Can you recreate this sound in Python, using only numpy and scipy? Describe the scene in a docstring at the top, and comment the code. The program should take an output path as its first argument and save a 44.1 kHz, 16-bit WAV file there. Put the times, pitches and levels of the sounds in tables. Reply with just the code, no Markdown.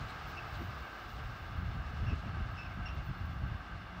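"""Beside railway tracks on a summer day. From the start, far engines rumble and tyres hiss from a road
bridge, a light breeze buffets the microphone, and insects rasp very high and faint in the dry grass.
In the first second the stalks rustle, a bird chirps twice some way off and the breeze briefly drops.
It returns in low, lumpy gusts; the insect chorus fades, and between two and three seconds comes a run
of chirps. Thin insect buzzes follow, while the tyre hiss slowly recedes."""
import sys
import numpy as np
from scipy import signal
from scipy.fft import rfft, irfft
from scipy.io import wavfile
from scipy.ndimage import uniform_filter1d

SR = 44100
rng = np.random.default_rng(int(sys.argv[2]) if len(sys.argv) > 2 else 0)


def unload_audio(sound):
    """Save the sound as a 16-bit wav file, at the path given as the first command line argument."""
    columns = np.transpose(np.atleast_2d(sound))
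    # keep every value between -1 and 1, then stretch to whole-number steps
    steps = np.round(np.clip(columns, -1, 1) * 32767)
    wavfile.write(sys.argv[1], SR, steps.astype(np.int16))


N = 176400
TIME, FREQ = np.arange(N) / SR, np.fft.rfftfreq(N, 1 / SR)

# Tone of the tyres on the road: frequency_hz, relative_db
TYRE_SPECTRUM = [(330, -6.5), (450, -8), (540, -7.5), (730, -0.5), (990, -6.5), (1170, 1.5), (1310, 1.5),
                 (1470, -5), (1600, 0.5), (1830, -9.5), (2170, -8.5), (2420, -14), (2630, -10),
                 (2850, -10.5), (3240, -18), (3890, -19), (5300, -24.5), (6590, -33.5), (8000, -39),
                 (10400, -49), (12500, -62), (16200, -47)]
# Fader for the tyres, roar and hiss together: time_s, level_db
TYRE_LEVEL = [(0, -47), (.14, -46.5), (.37, -47), (1.5, -49.5), (2.2, -49), (2.97, -49.5), (3.39, -51),
              (4, -50)]
# Extra gain on the hiss alone: time_s, gain_db
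HISS_GAIN = [(0, 4), (.6, 2.8), (1.2, 3), (1.7, 1), (2.2, 1.5), (3, -0.5), (3.5, 0.5), (4, -1.3)]
# Steady rumble of far engines: frequency_hz, relative_db
RUMBLE_SPECTRUM = [(20, -3), (35, -8.5), (52, 2), (75, -5.5), (130, -12), (200, -15.5), (320, -16),
                   (450, -26), (900, -56.5)]
# Faint whines in the traffic: pitch_hz, width_hz, level_db
TRAFFIC_WHINES = [(1546, 16, -61), (1606, 33, -67.5), (793, 25, -79), (2830, 64, -71.5), (3434, 20, -75.5),
                  (3500, 35, -77), (3650, 92, -76.5), (4324, 32, -78.5), (5230, 27, -82.5),
                  (5450, 40, -102)]
# Drones of single far engines: start_s, end_s, pitch_hz, level_db
ENGINE_DRONES = [(-.3, 2.25, 443, -70.5), (-.2, 1.2, 345, -67.5), (2.2, 4.6, 180, -56.5)]
# Strength of the breeze at the microphone: time_s, level_db
BREEZE_LEVEL = [(0, -42.5), (.1, -50), (.35, -49.5), (.48, -50.5), (.63, -38), (.8, -52), (.92, -83),
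                (1.1, -47.5), (1.26, -43), (1.38, -52.5), (1.5, -45.5), (1.66, -36.5), (1.77, -40),
                (1.9, -43), (1.98, -38.5), (2.13, -34), (2.21, -44.5), (2.29, -41.5), (2.4, -38),
                (2.46, -42.5), (2.73, -46.5), (2.81, -43), (3.0, -42), (3.16, -52.5), (3.23, -37),
                (3.36, -45), (3.46, -35.5), (3.54, -42), (3.6, -54), (3.75, -44.5), (3.88, -51.5), (4, -47)]
# Bass-heavy tone of the buffeting: frequency_hz, relative_db
BUFFET_SPECTRUM = [(20, -25), (32, -5.5), (48, -0.5), (72, 3.5), (115, -1), (165, -9), (230, -17),
                   (400, -30.5), (800, -54), (2000, -98)]
# Single eddies hitting the microphone: time_s, level_db, pitch_hz
EDDY_THUDS = [(0.019, -41.5, 58.4), (0.616, -42, 163), (.815, -42.5, 64.5), (1.25, -37.5, 51.8),
              (1.593, -35.5, 64), (1.755, -36.5, 71.5), (2.129, -40.5, 199), (2.272, -42.5, 132),
              (2.409, -33, 72), (2.789, -36, 88.5), (2.991, -37.5, 82), (3.101, -34.5, 86),
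              (3.26, -45, 80.6), (3.452, -51, 106), (3.549, -37, 63.5)]
# Resonances of the insect chorus: pitch_hz, width_hz, relative_db
CHORUS_BANDS = [(11460, 300, -9.5), (13590, 140, -9), (13700, 2400, 0), (14540, 380, 0), (14800, 110, -4),
                (15500, 700, -2)]
# Fader for the chorus: time_s, level_db
CHORUS_FADE = [(0, -78), (.2, -77), (.8, -76), (1.5, -77), (1.8, -82), (2.35, -83), (2.7, -84), (3.3, -85),
               (4, -88)]
# Nearer insect rasps: start_s, length_s, level_db
INSECT_RASPS = [(.26, 0.07, -69), (0.554, .13, -70), (1.074, .09, -71), (2.507, .04, -78)]
# Tone of a rasp: frequency_hz, relative_db
RASP_SPECTRUM = [(11000, -30), (12800, -23), (14000, -8), (14650, -3), (15000, -6), (16000, -17)]
# Thin insect buzzes: start_s, length_s, level_db
INSECT_BUZZES = [(0.563, .45, -87), (2.933, .05, -72), (3.03, .08, -75), (3.14, 0.27, -79), (3.4, .2, -86)]
# Dry grass stirring in the breeze: time_s, width_s, level_db
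GRASS_RUSTLES = [(.1, .015, -58), (.555, .018, -60), (1.17, .02, -65), (2.18, 0.029, -67)]
# Tone of the dry stalks: frequency_hz, relative_db
RUSTLE_SPECTRUM = [(1500, -16), (3000, 3), (4300, 4.5), (5600, -21.5), (8000, -11.5), (12000, -33)]
# Bird calls: start_s, length_s, pitch_hz, fall_share, level_db, octave_db, roughness_share
BIRD_CHIRPS = [(0.37, 0.028, 2696, 0.044, -46.5, -19, 0.18), (0.824, 0.047, 2280, 0.022, -62, -22, 0.2),
               (2.063, 0.066, 2775, 0.071, -52, -17, 0.28), (2.575, 0.064, 2655, 0.0047, -50.5, -13, 0.26),
               (2.643, 0.032, 2620, 0.016, -55, -13, 0.42), (2.71, 0.022, 2200, .05, -59, -24, 0.2),
               (2.856, 0.023, 2763, 0.0044, -47, -8.5, 0), (2.875, 0.033, 2765, 0.0084, -51, -14.5, 0.56)]


def gain_of(db):
    """Decibels to gain."""
    return 10 ** (np.asarray(db) / 20)


def unit_rms(x):
    """Scales to rms 1."""
    return x / np.sqrt(np.mean(x ** 2) + 1e-30)


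def fader(points):
    """A level curve in dB as a gain for each sample."""
    return gain_of(np.interp(TIME, *np.transpose(points)))


def colour(points):
    """A spectrum in dB as a gain for each frequency."""
    hz, db = np.transpose(points)
    return gain_of(np.interp(np.log(FREQ + 1), np.log(hz), db))


def noise(shape):
    """Noise of rms 1, shaped by a gain for each frequency."""
    return unit_rms(irfft(shape * np.exp(2j * np.pi * rng.random(len(FREQ))), N))


def drift(rate_hz):
    """A random wobble of rms 1 that rolls off above the given rate."""
    return noise(1 / (1 + (FREQ / rate_hz) ** 4) * (FREQ > .5))


def flicker(depth_db, rate_hz):
    """A gain that wobbles at random, by depth_db rms."""
    return gain_of(depth_db * drift(rate_hz))


def resonance(hz, width_hz):
    """Noise of rms 1 ringing around one pitch."""
    return noise(1 / (1 + (2 * (FREQ - hz) / width_hz) ** 2))


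def split(x, hz):
    """The lows and highs of a soft crossover."""
    low = irfft(rfft(x) / (1 + (FREQ / hz) ** 6), N)
    return low, x - low


def puff(time_s, width_s):
    """A bell-shaped swell around a time."""
    return np.exp(-.5 * ((TIME - time_s) / width_s) ** 2)


def arch(start_s, length_s):
    """A rounded fade in and out."""
    progress = np.clip((TIME - start_s) / length_s, 0, 1)
    return np.sqrt(np.sin(np.pi * progress).clip(0))


def traffic():
    """The bed: tyres roar and hiss, slowly receding, over engine rumble, thin whines and drones."""
    _, tyres = split(noise(colour(TYRE_SPECTRUM)), hz=380)
    roar, hiss = split(unit_rms(tyres), hz=3900)
    roar = roar * flicker(depth_db=.5, rate_hz=9.6)
    hiss = hiss * fader(HISS_GAIN) * flicker(depth_db=1, rate_hz=16)
    whines = sum(gain_of(db) * flicker(depth_db=.7, rate_hz=7.8) * resonance(hz, width)
                 for hz, width, db in TRAFFIC_WHINES)
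    drones = sum(gain_of(db) * arch(start, end - start) * resonance(hz, width_hz=6.9)
                 for start, end, hz, db in ENGINE_DRONES)
    rumble = gain_of(-50.5) * noise(colour(RUMBLE_SPECTRUM))
    return (roar + hiss) * fader(TYRE_LEVEL) + whines + drones + rumble


def breeze():
    """Turbulent air pushes on the microphone in low, lumpy gusts."""
    gusts = fader(BREEZE_LEVEL) * flicker(depth_db=1.85, rate_hz=20.5)
    turbulence = noise(colour(BUFFET_SPECTRUM))
    # Ride the noise flat, so that the gusts set its level.
    running_rms = np.sqrt(uniform_filter1d(turbulence ** 2, size=2200) + 1e-6)
    return gusts * turbulence / running_rms


def thud(time_s, db, hz):
    """One eddy hits the microphone: a short, broad bump of pressure around its pitch."""
    log_spread = .53
    shape = np.exp(-.5 * (np.log((FREQ + 1) / hz) / log_spread) ** 2)
    window = puff(time_s, width_s=.011)
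    bump = window * noise(shape)
    return gain_of(db) * bump * np.linalg.norm(window) / np.linalg.norm(bump)


def insects():
    """A thin, fluttering chorus in the grass, with a few nearer rasps and buzzes."""
    rasp_tone = noise(colour(RASP_SPECTRUM) * (FREQ > RASP_SPECTRUM[0][0]))
    rasps = rasp_tone * sum(gain_of(db) * arch(start, length) for start, length, db in INSECT_RASPS)
    buzz_tone = resonance(hz=14680, width_hz=120)
    buzzes = buzz_tone * sum(gain_of(db) * arch(start, length) for start, length, db in INSECT_BUZZES)
    chorus_tone = unit_rms(sum(gain_of(db) * resonance(hz, width) for hz, width, db in CHORUS_BANDS))
    chorus = chorus_tone * fader(CHORUS_FADE) * flicker(depth_db=1.3, rate_hz=7.7)
    flutter = unit_rms(flicker(depth_db=2, rate_hz=220))
    return (rasps + buzzes + chorus) * flutter


def grass():
    """Dry stalks stir in the breeze: brief, grainy rustles."""
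    stir = sum(gain_of(db) * puff(time, width) for time, width, db in GRASS_RUSTLES)
    grain = unit_rms(flicker(depth_db=3.3, rate_hz=240))
    return stir * noise(colour(RUSTLE_SPECTRUM)) * grain


def chirp(length_s, hz, fall, db, octave_db, roughness, fade_s=.0037):
    """A short, slightly falling bird note with its octave, made hoarse by fast flutter."""
    t = np.arange(0, length_s, 1 / SR)
    waver = .11 * roughness * drift(rate_hz=500)[:len(t)]
    flutter = 1 + roughness * drift(rate_hz=500)[:len(t)]
    pitch_hz = hz * (1 - fall * t / length_s + waver)
    phase = 2 * np.pi * np.cumsum(pitch_hz) / SR
    tone = np.sin(phase) + gain_of(octave_db) * np.sin(2 * phase)
    envelope = np.clip(np.minimum(t, length_s - t) / fade_s, 0, 1)
    return gain_of(db) * envelope * unit_rms(flutter * tone)


def birds(echo_db=-10, echo_t60_s=.43):
    """Chirps some way off, with a short tail scattered back by the bridge and the trees."""
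    calls = np.zeros(N)
    for start_s, *voice in BIRD_CHIRPS:
        note = chirp(*voice)
        onset = round(start_s * SR)
        calls[onset:onset + len(note)] += note
    t = TIME[:SR // 2]
    tail = rng.standard_normal(len(t)) * gain_of(-60 * t / echo_t60_s)
    echo = signal.fftconvolve(calls, tail / np.linalg.norm(tail))[:N]
    return calls + gain_of(echo_db) * echo


def scene():
    """The mono mix: every layer at one microphone."""
    mix = traffic() + breeze() + sum(thud(*eddy) for eddy in EDDY_THUDS)
    return (mix + insects() + grass() + birds())[None]


def record(dry):
    """A low cut trims the deepest rumble, and a steep high cut takes off the very top."""
    low_cut_hz, high_cut_hz = 35, 15750
    low_cut = signal.butter(6, low_cut_hz, "highpass", fs=SR, output="sos")
    high_cut = signal.firwin(1023, high_cut_hz, window=("kaiser", 9), fs=SR)
    return signal.oaconvolve(signal.sosfilt(low_cut, dry), high_cut[None], "same")


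dry = scene()
out = record(dry)
unload_audio(out)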